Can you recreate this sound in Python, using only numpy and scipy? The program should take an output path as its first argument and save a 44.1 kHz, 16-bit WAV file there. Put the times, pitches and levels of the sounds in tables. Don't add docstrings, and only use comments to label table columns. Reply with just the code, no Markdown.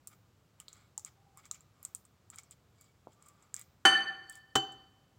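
import sys
import numpy as np
from scipy import signal
from scipy.fft import rfft, irfft
from scipy.io import wavfile
from scipy.ndimage import map_coordinates

SR = 44100
rng = np.random.default_rng(int(sys.argv[2]) if len(sys.argv) > 2 else 0)


def generate_wav(sig):
    pcm = np.round(np.clip(np.atleast_2d(sig).T, -1, 1) * 32767).astype(np.int16)
    wavfile.write(sys.argv[1], SR, pcm)


N = 228482

# t/s, half length/s, level/dB, centre f/Hz
SQUEEZES = [(0.127, 0.021, -65.5, 1290), (0.612, .015, -66.5, 1480), (0.772, 0.084, -70, 1480),
            (1.074, 0.016, -62, 1880), (1.393, 0.024, -62.5, 1120), (1.454, 0.019, -62.5, 1950),
            (1.55, .022, -65, 2040), (1.846, 0.084, -72, 1080), (2.341, .017, -59, 1260),
            (2.389, .013, -57, 2000), (2.522, 0.013, -67.5, 3350), (2.834, .068, -79, 3400),
            (3.123, .014, -76, 2980), (3.26, .06, -70, 1140), (3.422, 0.092, -72.5, 920),
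            (3.589, 0.035, -62, 1950), (4.34, 0.049, -70.5, 3000)]
# f/Hz, level/dB
FIZZ_SPECTRUM = [(2500, -23), (5000, -15), (6300, -11.5), (7500, 3.5), (9000, -15.5), (12500, -21),
                 (15200, -16.5), (16500, -17)]


def pulp():
    # f/Hz, level/dB
    hollows = [(450, -30), (800, -3), (1000, -10), (1230, 2), (1700, -12), (2280, 0), (2700, -13),
               (3300, -2), (4300, -9), (5000, 0), (5700, -10), (8000, -22)]
    out, t = np.zeros(N), np.arange(SR // 2) / SR
    for s, half_s, squelch_db, centre_hz in SQUEEZES:
        fizz_db = squelch_db - 6 + 6 * np.log2(centre_hz / 1300)
        lead_s = min(s, 2 * half_s)
        pressure = np.exp(-((t - lead_s) / half_s) ** 2)
        bubbles = coloured(grains(len(t), per_s=2800, spread_db=6.0), hollows)
        bubbles = coloured(bubbles, hump(centre_hz, skirt_db=-8.5))
        fizz = coloured(grains(len(t), per_s=7200, spread_db=21.0), FIZZ_SPECTRUM)
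        add(out, s - lead_s, pressure * (amp(squelch_db) * bubbles + amp(fizz_db) * fizz))
    return room(out, early_db=-8.5, late_db=-16, early_t60_s=0.033)


def film_snaps():
    # t/s, level/dB, f/Hz, time constant/cycles
    snaps = [(0.073, -27.5, 8900, 0.65), (0.6012, -33, 8500, 0.93), (0.6823, -35.5, 4100, 0.82),
             (0.7297, -38.5, 7100, 0.84), (0.9783, -21.5, 7430, 1.06), (.9953, -35, 7200, 0.66),
             (1.0485, -26, 7440, 0.98), (1.0609, -42, 8550, 0.68), (1.3732, -38, 9000, 0.48),
             (1.4547, -39.5, 7100, 0.55), (1.5128, -20, 7100, 0.96), (1.5449, -40.5, 7250, 2.2),
             (1.6065, -51, 7400, 3.3), (1.8289, -38, 11600, 1.7), (1.8507, -22.5, 7900, 1.1),
             (1.9493, -21.5, 8030, 1.04), (2.0518, -49, 8540, 1.9), (2.3014, -34.5, 7520, 1.6),
             (2.3592, -39.5, 8360, 1.7), (2.3859, -30.5, 6740, 0.49), (2.434, -47.5, 7700, 1),
             (2.5101, -37.5, 8270, 1.1), (2.8112, -43.5, 10600, 0.57), (3.2242, -47, 7850, 1.5),
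             (3.2615, -50, 8200, 1.8), (3.2849, -45.5, 9300, 0.82), (3.425, -60, 8700, 2.2),
             (3.5425, -19.5, 7680, 0.81), (3.5647, -26, 7240, 0.7), (3.5945, -34.5, 9750, 0.51),
             (3.6136, -34, 7940, 1.1), (4.2976, -30.5, 8340, 1.06), (4.3242, -47, 10200, 1.7),
             (4.355, -38, 8200, 0.76), (4.374, -54, 9960, 2.1), (4.7214, -48, 7800, 1.2)]
    out, mic_hz = np.zeros(N), 7480
    for s, db, hz, cycles in snaps:
        add(out, s, film_snap(db, hz, cycles, mic_hz))
    for s, *_ in SQUEEZES:
        when, size, pitch = rng.standard_normal(3)
        stray_db, stray_hz = -58.5 - 0.5 * size, mic_hz * 2 ** (.12 * pitch)
        add(out, abs(s + 0.0083 * when), film_snap(stray_db, stray_hz, 0.82, mic_hz))
    return out


def film_snap(db, hz, cycles, mic_hz):
    t = np.arange(SR // 4) / SR
    force_db = db + 42
    edge_db = min(-20 + 47.5 * np.log2(hz / mic_hz), -4)
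    snap = pip(t, hz, cycles, order=2) + amp(edge_db) * pip(t, hz=14500, cycles=2.2)
    spray = coloured(grains(len(t), per_s=3200, spread_db=5.5), FIZZ_SPECTRUM)
    spray *= amp(-57.5 + 0.56 * force_db) * fade(t, 0.065)
    hollow = amp(-65 + 0.27 * force_db) * pip(t, hz=1214, cycles=2)
    return room(amp(db) * snap + spray + hollow, early_db=-27.0, late_db=-11.0, early_t60_s=0.25)


def air_pops():
    # t/s, level/dB, f/Hz
    pockets = [(0.6008, -46, 2980), (.9778, -49.5, 850), (1.373, -53.5, 1110), (1.5116, -45.5, 1247),
               (1.513, -40.5, 3970), (1.5473, -58, 2900), (3.542, -49, 1630)]
    out, t = np.zeros(N), np.arange(SR // 10) / SR
    for s, db, hz in pockets:
        add(out, s, amp(db) * pip(t, hz, cycles=2.2))
    return room(out, early_db=-17.5, late_db=-17.5, early_t60_s=.08)


def clinks():
    # t/s, ring/dB, damped share/dB, rattle/dB, rattle t60/s, room tail/dB,
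    # crack/dB, crack f/Hz, swell share/0-1
    blows = [(3.8512, 2, -7.5, -18.5, 0.11, -8, -9, 1643, 1),
             (4.5537, -1.5, 7, -18.5, 0.068, -19, -15, 7250, 0)]
    # f/Hz, t60/s, level in blow 1/dB, level in blow 2/dB
    modes = [(130, .45, -53, -44.5), (333, .5, -38, -41), (410, .45, -43, -45), (777, .56, -26, -34),
             (1013, .65, -44, -55), (1170, .6, -41, -55), (1317, .6, -39, -57), (1375, .56, -36, -57),
             (1451, .5, -35, -56), (1507, .53, -35, -54), (1560, .55, -37, -54), (1778, .8, -23.5, -51),
             (2374, .5, -43, -66), (3043, .5, -20, -30), (3796, .45, -44, -60), (4534, .64, -33.5, -50),
             (5943, .42, -54, -53), (6230, .4, -37, -52), (7036, .36, -55, -54), (7400, .3, -46, -48),
             (8144, .36, -38, -66), (9119, .35, -51, -70), (9932, .3, -50, -68), (10330, .3, -48, -64),
             (12190, .35, -62, -75)]
    # f/Hz, level in blow 1/dB, level in blow 2/dB
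    rattle_spectra = [(40, -62, -60), (80, -42, -36), (125, -22, -9.5), (190, -11, -5.5), (330, -2.5, 1.5),
                      (520, -6.5, -7.5), (950, -7.5, -9.5), (1450, 0, -5.5), (2300, -6, -19.5),
                      (3100, -16.5, -17.5), (4200, -16, -17), (5200, -20, -22), (7400, -15.5, -12.5),
                      (9800, -23, -32), (13000, -40, -40), (15300, -29, -27)]
    out, t = np.zeros(N), np.arange(SR) / SR
    for k, blow in enumerate(blows):
        s, ring_db, damped_db, rattle_db, rattle_t60_s, tail_db, crack_db, crack_hz, swell_share = blow
        ring = np.zeros(len(t))
        for hz, t60_s, *mode_db in modes:
            ring += amp(mode_db[k]) * struck_mode(t, hz, t60_s, damped_db, swell_share)
        ring *= amp(ring_db) * (1 - fade(t, 0.0089))
        rattle = coloured(rng.standard_normal(len(t)), [(row[0], row[1 + k]) for row in rattle_spectra])
        rattle *= amp(rattle_db) * fade(t, rattle_t60_s) * (1 - fade(t, .006)) ** 2
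        crack = amp(crack_db) * push(t - .0016, crack_hz, cycles=1.3)
        add(out, s, ring + room(rattle + crack, early_db=-24, late_db=tail_db, early_t60_s=0.021))
    return out


def struck_mode(t, hz, t60_s, damped_db, swell_share):
    # f/Hz, scattered share/0-1
    scatter = [(800, 0.45), (1778, .5), (3043, 0.17), (4534, 0.7), (10000, 0.1)]
    pitch_ratio = hz / 2013
    flutter_hz = 80 * np.sqrt(pitch_ratio)
    scattered = along(scatter, hz) * (1 - fade(t, .4))
    flutter = 1 - scattered + scattered * (wobble(len(t), flutter_hz) + 1j * wobble(len(t), flutter_hz))
    decay = fade(t, t60_s) + amp(-30.0) * fade(t, 3.4 * t60_s)
    decay *= 1 + amp(damped_db) * fade(t, 0.32 / pitch_ratio ** 0.26)
    rise = 1 - np.exp(-t * hz)
    tone = ring_swells(t, hz, swell_share) * np.exp(2j * np.pi * (hz * t + rng.random()))
    return rise * decay * (flutter * tone).real


def ring_swells(t, hz, share):
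    # f/Hz, swell rate/Hz, first crest/s, depth/dB
    swells = [(1778, 9, .122, -2), (3043, 14.6, .095, 2.5), (4534, 19, .071, -2), (6230, 27, .085, -8)]
    build_s, depth_t60_s, wander_rad_per_s = 0.062, 2.4, 2.4
    envelope = (1 - np.exp(-(t / build_s) ** 2)) * fade(t, depth_t60_s)
    gain = np.ones(len(t), complex)
    for mode_hz, swell_hz, crest_s, db in swells:
        if abs(mode_hz - hz) < hz * .07:
            drift = wander_rad_per_s * t * wobble(len(t), rate_hz=16)
            phase = 2 * np.pi * swell_hz * (t - crest_s) + drift
            gain += share * amp(db) * envelope * np.exp(-1j * phase)
    return gain


def bump():
    at_s, level_db = 3.0719, -32.5
    knock = push(np.arange(N) / SR - at_s, hz=520, cycles=0.27)
    return amp(level_db) * room(knock, early_db=-8, late_db=-19, early_t60_s=0.13)


def rubs():
    # t/s, half length/s, level/dB, f/Hz
    strokes = [(0.836, .04, -79, 2220), (1.275, 0.12, -72.5, 792), (2.84, 0.055, -79.5, 4730),
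               (2.853, 0.09, -80, 2260), (3.275, .11, -69, 1177)]
    out, t = np.zeros(N), np.arange(N) / SR
    for s, half_s, db, hz in strokes:
        tremble = wobble(N, rate_hz=66) + 1j * wobble(N, rate_hz=66)
        swell = np.exp(-((t - s) / half_s) ** 2)
        out += amp(db) * swell * (tremble * np.exp(2j * np.pi * hz * t)).real
    return out


def room(x, early_db, late_db, early_t60_s):
    # f/Hz, t60/s
    decay_times = [(100, 1), (400, 0.82), (1500, 0.73), (4000, 0.67), (8000, 0.06), (15000, 0.54)]
    count = min(len(x), SR)
    t = np.arange(count) / SR
    hz, frame_s, spectra = signal.stft(rng.standard_normal(count), SR, nperseg=256)
    spectra *= fade(frame_s, along(decay_times, hz)[:, None])
    tail = signal.istft(spectra, SR, nperseg=256)[1][:count]
    early = rng.standard_normal(count) * fade(t, early_t60_s)
    response = (amp(early_db) * unit(early) + amp(late_db) * unit(tail)) * (t > .003) / np.sqrt(count)
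    return x + signal.fftconvolve(x, response)[:len(x)]


def room_tone():
    # f/Hz, level/dB
    spectrum = [(15, -34.5), (25, -22.5), (103, -3), (197, -11.5), (226, -15.5), (288, -17), (330, -18),
                (496, -20), (952, -23.5), (1250, -23), (1830, -30), (3410, -32), (6300, -35), (7500, -34),
                (9070, -42), (13500, -41.5), (15200, -40.5), (16500, -43.5)]
    return amp(-67.5) * coloured(rng.standard_normal(N), spectrum)


def pip(t, hz, cycles, order=1):
    u = t * hz / cycles
    return (u / order) ** order * np.exp(order - u) * np.sin(2 * np.pi * hz * t)


def push(t, hz, cycles):
    return np.sin(2 * np.pi * hz * t) * np.exp(-(t * hz / cycles) ** 2)


def grains(count, per_s, spread_db):
    impulses = (rng.random(count) < per_s / SR) * rng.choice([-1, 1], count)
    return impulses * amp(spread_db * np.minimum(rng.standard_normal(count), 2))


def wobble(count, rate_hz):
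    knots = rng.standard_normal(int(count * rate_hz / SR) + 4)
    return map_coordinates(knots, [np.arange(count) * rate_hz / SR])


def hump(hz, skirt_db):
    return [(hz * 2.0 ** octave, abs(octave) * skirt_db) for octave in range(-2, 3)]


def coloured(x, spectrum):
    hz = np.fft.rfftfreq(len(x), 1 / SR)
    return unit(irfft(rfft(x) * amp(along(spectrum, hz)), len(x)))


def along(points, hz):
    f, v = np.transpose(points)
    return np.interp(np.log(hz + 1), np.log(f + 1), v)


def fade(t, t60_s):
    return np.exp(-np.log(1000) * t / t60_s)


def amp(db):
    return 10 ** (np.asarray(db) / 20)


def unit(x):
    return x / np.sqrt(np.mean(x ** 2) + 1e-20)


def add(track, s, sound):
    part = track[round(s * SR):][:len(sound)]
    part += sound[:len(part)]


def scene():
    background = room_tone()
    return (film_snaps() + air_pops() + pulp() + rubs() + clinks() + bump() + background)[None]


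def record(dry):
    low_hz, top_hz = 45, 15900
    thin = signal.sosfilt(signal.butter(2, low_hz, "high", fs=SR, output="sos"), dry)
    return signal.sosfilt(signal.cheby1(14, .1, top_hz, fs=SR, output="sos"), thin)


dry = scene()
out = record(dry)
generate_wav(out)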